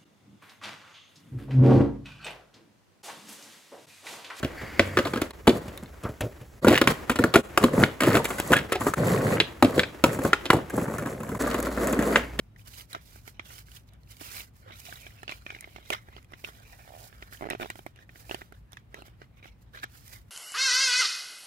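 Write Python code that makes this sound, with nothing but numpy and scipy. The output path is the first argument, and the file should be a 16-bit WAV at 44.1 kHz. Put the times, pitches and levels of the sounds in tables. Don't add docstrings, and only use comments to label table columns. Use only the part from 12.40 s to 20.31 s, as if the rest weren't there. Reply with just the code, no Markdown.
import sys
import numpy as np
from scipy import signal
from scipy.fft import rfft, irfft, next_fast_len
from scipy.io import wavfile
from scipy.ndimage import uniform_filter1d

SR = 44100
rng = np.random.default_rng(int(sys.argv[2]) if len(sys.argv) > 2 else 0)


def transcribe(signal):
    frames = np.atleast_2d(signal).T
    limited = np.clip(frames, -1, 1)
    pcm = np.round(limited * 32767).astype(np.int16)
    wavfile.write(sys.argv[1], SR, pcm)


def gain_from_decibels(decibels):
    exponent = np.asarray(decibels, float) / 20
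    return 10 ** exponent


N = 348734


def at_hz(points, hz):
    table_hz, value = np.transpose(points)
    return np.interp(np.log(hz + 1e-9), np.log(table_hz), value)


def in_time(points):
    s, value = np.transpose(points)
    return np.interp(np.arange(N) / SR, s, value)


def rms_one(x):
    return x / np.sqrt(np.mean(x ** 2) + 1e-20)


def drift(rate_hz):
    r = np.exp(-2 * np.pi * rate_hz / SR)
    noise = rng.standard_normal(N + SR)
    return rms_one(signal.lfilter([1], [1, -2 * r, r * r], noise)[SR:])


def coloured(x, points):
    size = next_fast_len(x.shape[-1])
    gain = gain_from_decibels(at_hz(points, np.fft.rfftfreq(size, 1 / SR)))
    return irfft(rfft(x, size) * gain, size)[..., :x.shape[-1]]


def resonate(x, modes):
    out = 0
    for k, (hz, width_hz, db) in enumerate(modes):
        r = np.exp(-np.pi * width_hz / SR)
        poles = [1, -2 * r * np.cos(2 * np.pi * hz / SR), r * r]
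        out = out + (-1) ** k * gain_from_decibels(db) * signal.lfilter([1 - r * r, 0, r * r - 1], poles, x)
    return out


def ridge(x, pitch_hz, width_hz=120):
    turn = np.exp(2j * np.pi * np.cumsum(pitch_hz) / SR)
    r = np.exp(-2 * np.pi * width_hz / SR)
    return rms_one((signal.lfilter([1], [1, -2 * r, r * r], x / turn) * turn).real)


def grains(per_s, spread_db, clump_db):
    born = rng.random(N) < per_s / SR
    size_db = spread_db * np.minimum(rng.exponential(1, N), 5) + clump_db * drift(34.6)
    return rms_one(born * gain_from_decibels(size_db) * rng.choice([-1, 1], N))


def strokes(rows, start_db_per_s, stop_db_per_s, still_db=-82):
    t, out = np.arange(0, N + 16, 16) / SR, still_db
    for s, length, first_db, last_db in rows:
        rise_s = abs(first_db - still_db) / start_db_per_s
        fall_s = abs(last_db - still_db) / stop_db_per_s
        times = [s - rise_s, s, s + length, s + length + fall_s]
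        out = np.maximum(out, np.interp(t, times, [still_db, first_db, last_db, still_db]))
    return np.interp(np.arange(N) / SR, t, out)


# (frequency [Hz], density [dB per Hz])
ROOM_TONE = [(20, -34), (40, -4), (58, 8), (76, -3), (105, 5), (150, -5.5), (250, -12.5), (420, -21),
             (780, -24), (1500, -29), (2500, -32.5), (6400, -47), (15500, -47.5)]
# (frequency [Hz], likeness [0-1])
ROOM_ALIKE = [(60, .95), (130, 0.85), (300, .55), (1000, 0.1), (3000, 0.017)]


def kitchen(level_db=-54):
    size = next_fast_len(N, True)
    mid, side = rfft(coloured(rng.standard_normal((2, size)), ROOM_TONE))
    alike = np.clip(at_hz(ROOM_ALIKE, np.fft.rfftfreq(size, 1 / SR)), 0, 1)
    both = np.sqrt(1 + alike) * mid + np.sqrt(1 - alike) * side * [[1], [-1]]
    balance = gain_from_decibels([[0.3], [-0.3]])
    return gain_from_decibels(level_db) * rms_one(irfft(both, size)[:, :N]) * balance


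# (time [s], length [s], start level [dB], end level [dB])
TRICKLES = [(0.0, 0.1, -66, -83), (0.196, .03, -57, -64), (0.512, 0.087, -52, -67),
            (1.492, 0.01, -60.5, -94), (2.162, 0.084, -60, -70), (2.459, 0.4, -46.5, -65.5),
            (2.915, 0.091, -51, -63.5), (3.014, 0.44, -62, -63), (3.563, 0.28, -64, -69),
            (4.933, 0.16, -46, -70), (5.115, .05, -54, -63), (5.205, 0.13, -48.5, -60),
            (5.405, 0.11, -58.5, -72), (5.563, .065, -76, -65.5), (5.896, 0.18, -49, -65),
            (6.331, 0.11, -63, -85), (7.042, 0.036, -64.5, -64), (7.356, 0.05, -58, -65),
            (7.435, 0.014, -52, -80), (7.55, .077, -52, -63), (7.737, 0.11, -45, -74),
            (7.888, 0.021, -65.5, -77)]
# (time [s], length [s], start level [dB], end level [dB])
RUSHES = [(.24, 0.035, -65, -46), (.295, 0.1, -53.5, -43), (.615, 0.17, -56.5, -53),
          (.85, 0.033, -58, -48.5), (1.064, 0.13, -51.5, -47.5), (1.27, 0.1, -57, -50.5),
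          (1.6, 0.19, -80, -57), (1.705, 0.014, -52.5, -49.5), (1.81, 0.2, -43.5, -40),
          (2.02, .035, -50, -55), (2.27, 0.13, -69.5, -49), (3.45, 0.08, -62, -42), (3.87, .21, -78, -49.5),
          (4.08, 0.5, -59, -57), (4.7, .2, -61, -61), (2.4, .05, -54, -54), (4.59, 0.083, -50, -50),
          (4.82, 0.023, -53, -60), (4.9, .03, -59, -57), (5.345, 0.038, -64, -53), (5.66, 0.14, -75, -51.5),
          (5.84, 0.082, -63, -44.5), (6.11, 0.061, -79, -63.5), (6.5, 0.094, -76, -61),
          (6.625, 0.041, -78, -56), (6.79, 0.054, -71, -74), (6.94, .042, -86, -68.5),
          (7.17, 0.049, -95, -66), (7.5, 0.079, -61, -59), (7.63, 0.14, -57.5, -48)]


def powder_level():
    return strokes([*RUSHES, *TRICKLES], start_db_per_s=515, stop_db_per_s=368)


# (time [s], length [s], start level [dB], end level [dB])
GRIPS = [(.553, 0.054, -48, -64), (1.09, 0.043, -52.5, -56), (1.535, 0.034, -60, -77),
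         (2.275, 0.048, -50.5, -48), (2.43, 0.25, -54, -53.5), (2.72, .13, -60, -60), (.95, .04, -66, -64),
         (2.903, 0.12, -49, -62), (3.085, 0.26, -56, -64), (3.32, 0.16, -61.5, -54), (3.55, .05, -47, -60),
         (3.6, .17, -71, -57), (3.92, 0.082, -60, -67), (4.063, 0.71, -57.5, -60), (4.3, 0.3, -57, -57),
         (4.78, 0.17, -61, -60), (5.02, 0.11, -63, -47), (5.224, 0.19, -46, -76),
         (5.573, 0.055, -60, -65.5), (5.72, 0.135, -67, -59), (5.925, 0.15, -48, -69.5),
         (6.148, 0.012, -62, -81), (6.322, .02, -62.5, -67), (6.567, .2, -51.5, -72.5),
         (6.834, 0.022, -59, -74), (6.96, .03, -68, -66), (7.11, .03, -66, -70), (7.4, .05, -57, -62)]
# (time [s], length [s], start level [dB], end level [dB])
PINCHES = [
    (3.519, .02, -42, -38),
    (6.972, .042, -62, -63),
    (7.028, .068, -57, -60),
    (7.262, .03, -66, -69),
    (7.335, .065, -55, -53),
    (7.431, .014, -53, -52),
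    (1.055, .03, -54, -56),
    (2.452, .03, -52, -53),
]


def finger_level():
    grips_db = strokes(GRIPS, start_db_per_s=339, stop_db_per_s=274)
    pinches_db = strokes(PINCHES, start_db_per_s=4000, stop_db_per_s=1500)
    return np.maximum(grips_db, pinches_db)


# (frequency [Hz], density [dB per Hz])
HISS = [(3500, -7), (5000, -2.5), (7500, -5.5), (11000, -5), (15000, -3), (16000, -6)]
# (pitch [Hz], width [Hz], level [dB])
PANELS = [(400, 200, 5), (680, 250, 4), (1000, 250, 1)]
# (pitch [Hz], width [Hz], level [dB])
FOIL = [(1300, 730, -0.5), (1710, 480, -6.5), (1878, 230, -7), (2400, 210, -0.5), (2950, 460, -5),
        (3880, 726, -1), (4080, 377, -0.5), (5500, 460, -10), (6530, 820, -16)]
# (time [s], pitch [Hz])
TENSION = [(.45, 3050), (.553, 1620), (.62, 2900), (1.75, 3050), (1.9, 2500), (2.27, 1500), (2.38, 2950),
           (2.62, 2900), (2.95, 2450), (3.5, 2150), (4.1, 1960), (4.98, 1830), (5.43, 1900), (6.6, 1600),
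           (6.95, 2300), (7.1, 2300), (7.36, 1600), (7.74, 2100)]


def rustle(shape_db=3.5, focus_db=2.0, follow=0.64):
    hiss_db, fingers_db, pitch_hz = powder_level(), finger_level(), in_time(TENSION)
    foil_db = np.maximum(hiss_db - 9.5, fingers_db)
    panel_db = np.maximum(fingers_db - foil_db, -28)
    grip_db = 1.2 * drift(30)
    hiss = rms_one(coloured(grains(14000, spread_db=3.5, clump_db=1.9), HISS))
    coarse, foil = grains(3500, spread_db=3.6, clump_db=2.1), 0
    for k, mode in enumerate([*PANELS, *FOIL]):
        weight_db = shape_db * drift(6.0) - focus_db * np.log2(mode[0] / pitch_hz) ** 2
        if k < len(PANELS):
            weight_db = weight_db + panel_db
        foil = foil + (-1) ** k * gain_from_decibels(weight_db) * resonate(coarse, [mode])
    foil /= np.sqrt(uniform_filter1d(foil ** 2, size=SR // 12) + 1e-9)
    foil = foil + gain_from_decibels(-6 + 4 * drift(12)) * ridge(coarse, pitch_hz)
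    jerk_db = hiss_db - uniform_filter1d(hiss_db, size=SR // 10)
    return gain_from_decibels(grip_db) * (gain_from_decibels(hiss_db + 1.0) * hiss + gain_from_decibels(foil_db + 0.6 + follow * jerk_db) * foil)


# (time [s], peak level [dB], ring pitch [Hz], crack against peak [dB])
TICKS = [(0.162, -43, 1920, -6), (0.338, -37, 3000, -1), (0.522, -42, 3070, 5), (0.531, -25.5, 3940, 4),
         (1.182, -32.5, 3060, 3), (1.285, -43, 1600, 2), (1.318, -39.5, 3030, 2), (1.489, -48, 4420, -16),
         (1.536, -46.5, 3540, 6.5), (1.769, -42, 3100, 9), (1.799, -41, 2300, -3), (1.834, -35, 2610, -4),
         (2.402, -41, 2960, 13), (2.454, -38, 2570, 11), (3.209, -38, 2030, 15), (3.534, -19, 3500, 0),
         (3.828, -54, 2300, 13), (3.846, -46.5, 2400, 3), (4.642, -37.5, 4380, 6), (5.102, -21, 1966, 6),
         (5.561, -43, 2840, 0), (6.321, -41.5, 1310, 7), (6.371, -29, 1710, -12), (7.4, -36.5, 4470, -11),
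         (7.679, -45.5, 1930, 19), (0.5345, -31, 4000, 3), (1.634, -50, 4200, 0), (1.675, -52, 2600, 0),
         (1.14, -42, 4300, -3), (1.784, -48, 3000, 10), (1.98, -36, 3100, 4), (1.89, -37, 3800, 2),
         (2.603, -42, 5200, 5), (1.398, -52, 6000, 5), (7.438, -27, 4700, 0), (4.2, -43, 4500, 3),
         (4.783, -48, 4800, 0), (5.934, -38, 5000, 0)]


def edge_ticks():
    return [(s, db, hz, -14, crack_db) for s, db, hz, crack_db in TICKS]


# (time [s],
# peak level [dB], ring pitch [Hz], panel thump against peak [dB])
RINGS = [(0.398, -35, 3430, -18), (0.409, -30.5, 3040, -20), (0.549, -20, 1350, -7), (0.996, -23, 2250, -2),
         (1.369, -34.5, 3020, -31), (1.945, -35.5, 2020, -40), (2.006, -26, 2690, -15),
         (2.558, -32, 3740, -10), (2.667, -26.5, 2360, -4), (2.88, -21, 2880, -8.5), (2.894, -19, 2670, -6),
         (2.901, -30, 2420, -3), (2.922, -22.5, 2350, -5), (3.065, -24, 2520, -2.5),
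         (3.104, -21.5, 2310, -10), (3.149, -26.5, 2120, -8), (3.547, -20, 1300, -20),
         (3.5475, -23, 3200, -25), (3.529, -17, 1900, -20), (3.524, -28, 2000, -20),
         (5.124, -26, 2400, -15), (5.231, -27, 2900, -15), (5.2, -34, 2300, -20), (5.211, -29, 2500, -20),
         (5.22, -29, 2300, -20), (5.151, -32, 2400, -20), (5.247, -32, 2600, -20), (5.133, -27, 2600, -20),
         (2.906, -30, 2500, -20), (1.12, -38, 4300, -25), (7.351, -41, 1800, -20), (7.362, -38, 2000, -20),
         (7.388, -38, 4400, -20), (2.466, -41, 2500, -25), (6.972, -52, 2280, -25),
         (3.728, -42.5, 1300, -28), (4.047, -19, 2700, -21), (4.728, -40.5, 1730, 1),
         (7.3745, -31, 1550, -25), (7.434, -28, 1370, -15)]


def taut_creases():
    return [(*row, -31.5) for row in RINGS]


# (time [s], peak level [dB], ring pitch [Hz], panel thump against peak [dB])
CRUMPLES = [(0.565, -45, 1160, 17), (0.878, -30.5, 2190, -1), (1.815, -39.5, 2740, 11),
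            (2.495, -35, 2710, -5), (2.832, -31, 1710, 5.5), (3.125, -50, 2100, 18), (3.226, -40, 2030, -2),
            (3.276, -58, 2010, 27), (3.385, -47, 1480, 16), (3.504, -14, 2750, -3), (3.922, -41, 1170, 5.5),
            (4.075, -39, 1220, 2), (4.089, -43.5, 1180, 12.5), (5.302, -20, 1930, -2.5),
            (5.357, -37, 1980, 8.5), (5.392, -40.5, 3060, 13.5), (5.465, -29.5, 2110, 10),
            (5.946, -22, 2870, 7.5), (6.124, -39.5, 1490, 8.5), (6.332, -34, 3550, -5),
            (6.544, -29, 1930, 0.5), (6.574, -50, 1750, 14), (6.59, -44.5, 3000, 11),
            (6.622, -40, 2780, 10.5), (6.682, -46.5, 2090, 10), (7.441, -23.5, 1560, -2)]


def crumples():
    return [(*row, 0) for row in CRUMPLES]


# (time [s], peak level [dB], ring pitch [Hz], panel thump against peak [dB])
FOLDS = [(1.105, -38, 1980, -4), (2.308, -36.5, 2100, 5), (2.526, -29.5, 1530, -1), (3.164, -36, 2040, 3),
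         (3.243, -30, 2150, -5), (3.362, -27.5, 2160, -1), (3.687, -41.5, 1640, 9), (3.766, -32, 2950, 2),
         (3.781, -39.5, 1250, 2), (3.936, -29, 1980, -1.5), (4.042, -32.5, 2090, 5.5),
         (4.825, -28, 1900, -1), (4.926, -34.5, 1760, -4), (5.109, -19.5, 2540, 5.5),
         (5.228, -24, 2340, 6.5), (5.59, -40.5, 1680, 0), (5.693, -36.5, 1800, -1), (5.758, -39.5, 1930, 1),
         (5.896, -29, 2600, 5), (5.912, -20, 2850, 5), (6.012, -36.5, 1490, -6), (6.018, -31.5, 1940, 4.5),
         (6.818, -34.5, 1510, 4.5), (7.029, -40, 2400, -4), (7.057, -35.5, 2050, 4),
         (0.76, -49.5, 1500, 14)]


def soft_folds():
    return [(*row, -58) for row in FOLDS]


# (time [s], thump level [dB])
SLIPS = [(5.011, -20.5), (5.024, -17), (5.032, -20), (5.042, -18.5), (5.055, -20.5), (5.062, -19.5),
         (5.071, -18.5), (5.089, -19.5), (5.12, -19), (5.134, -17.5), (5.151, -17.5), (5.2, -18.5),
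         (5.211, -21), (5.219, -19), (5.236, -21.5), (5.247, -22.5), (5.259, -23)]


def wringing(thump_db=19):
    return [(s, db - thump_db, 1930, thump_db, -8) for s, db in SLIPS]


def snaps(rise_s=0.00039, tail_db=-18.5):
    out, t = np.zeros(N + 4096), np.arange(4096) / SR
    bright = signal.butter(2, [5000, 13000], "band", fs=SR, output="sos")

    def fade(t60_s):
        return gain_from_decibels(-60 * t / t60_s) * (1 - np.exp(-t / rise_s))

    def tone(hz):
        return np.sin(2 * np.pi * hz * t)

    events = edge_ticks() + taut_creases() + crumples() + soft_folds() + wringing()
    for s, db, hz, thump_db, crack_db in events:
        chance, noise = rng.random(6), rng.standard_normal((3, len(t)))
        below, above = hz * (0.705 + 0.311 * chance[0]), hz * (1.22 + 0.413 * chance[1])
        ring = -tone(hz) - 0.45 * tone(below) - 0.4 * tone(above)
        ring_t60_s = min(30 / hz, 0.015)
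        ring = fade(ring_t60_s) * (ring + 0.85 * resonate(noise[0], FOIL))
        push_hz, boom_hz = np.array([690, 390]) * (1 + 0.25 * (chance[2:4] - 0.5))
        push = -fade(0.009) * tone(push_hz)
        push = push - fade(0.0035) * tone(1260 * (0.7 + 0.6 * chance[4]))
        boom = -fade(0.024) * tone(boom_hz)
        crack = fade(0.0075) * signal.sosfilt(bright, noise[1])
        shiver = fade(0.15) * resonate(noise[2], FOIL)
        parts = ring + gain_from_decibels(thump_db) * push + gain_from_decibels(thump_db - 9.5) * boom
        parts = parts + gain_from_decibels(crack_db - 1.0) * crack + gain_from_decibels(tail_db) * shiver
        at = max(round((s - 0.0009) * SR), 0)
        out[at:at + len(t)] += gain_from_decibels(db) * parts
    return out[:N]


# (time [s], peak level [dB], pitch [Hz], decay t60 [s])
WOBBLES = [(1.814, -34, 300, .04), (2.262, -46, 520, .12), (2.277, -47, 1300, .12), (2.487, -38, 700, .06),
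           (3.505, -21, 620, .03), (3.519, -28, 400, .03), (0.552, -32, 700, .04), (4.205, -46, 700, .03),
           (3.188, -38, 2400, .012), (4.973, -40, 3000, .012), (0.194, -44, 2500, .012),
           (2.706, -44, 2000, .015), (0.996, -30, 1150, .012), (2.3, -44, 900, .04),
           (3.116, -42, 5200, .006)]
# (time [s], peak level [dB])
CREEPS = [(4.451, -46), (4.478, -40), (4.4925, -39), (4.506, -35), (4.522, -36), (4.54, -34), (4.5515, -34),
          (4.565, -35), (4.577, -39), (4.597, -43), (4.611, -42), (4.618, -41), (4.628, -41), (4.637, -43),
          (4.644, -43), (4.651, -43), (4.668, -44)]


def wobbles(creep_hz=690, creep_t60_s=0.013):
    out, t = np.zeros(N + 8192), np.arange(8192) / SR
    creeps = [(s, db, creep_hz, creep_t60_s) for s, db in CREEPS]
    for s, db, hz, t60_s in [*WOBBLES, *creeps]:
        at = round((s - 1 / hz) * SR)
        swell = (1 - np.exp(-(1.5 * t * hz) ** 2)) * gain_from_decibels(-60 * (t - 1 / hz) / t60_s)
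        out[at:at + len(t)] += gain_from_decibels(db) * swell * np.cos(2 * np.pi * hz * t)
    return out[:N]


# (frequency [Hz], share [0-1])
DIRECT = [(300, 0.75), (1500, 0.5), (3000, 0.06), (6000, 0.0446), (12000, 0.018)]
# (frequency [Hz], level [dB])
SHADOW = [(200, -16), (400, -6.5), (750, -11), (1300, -1.5), (2400, -3), (4400, -6.5), (7400, -6.5),
          (8400, -9.5), (9500, -9.5), (15000, -9.5)]


def microphones(x, scatter_t60_s=0.027, count=5, lag_s=0.0004134):
    size = next_fast_len(N + 2048)
    hz = np.fft.rfftfreq(size, 1 / SR)
    scatter = rng.standard_normal((count, 2048)) * gain_from_decibels(-60 * np.arange(2048) / SR / scatter_t60_s)
    scatter = rfft(scatter / np.linalg.norm(scatter, axis=1, keepdims=True), size)
    paths = np.array([drift(52) for _ in range(count)])
    paths = paths / np.linalg.norm(paths, axis=0)
    scattered = (rfft(x * paths, size) * scatter).sum(axis=0)
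    direct = np.clip(at_hz(DIRECT, hz), 0, 1)
    far = np.sqrt(direct) * rfft(x, size) + np.sqrt(1 - direct) * scattered
    far = far * gain_from_decibels(at_hz(SHADOW, hz)) * np.exp(-2j * np.pi * hz * lag_s)
    return np.array([irfft(far, size)[:N], x])


def scene():
    room = kitchen()
    packet = rustle() + snaps() + wobbles()
    return microphones(packet) + room


def band_limit(x):
    return signal.sosfilt(signal.butter(12, 16820, fs=SR, output="sos"), x)


def record(dry):
    top = signal.cheby2(16, 45, 16150, fs=SR, output="sos")
    return band_limit(signal.sosfilt(top, dry))


dry = scene()
out = record(dry)
transcribe(out)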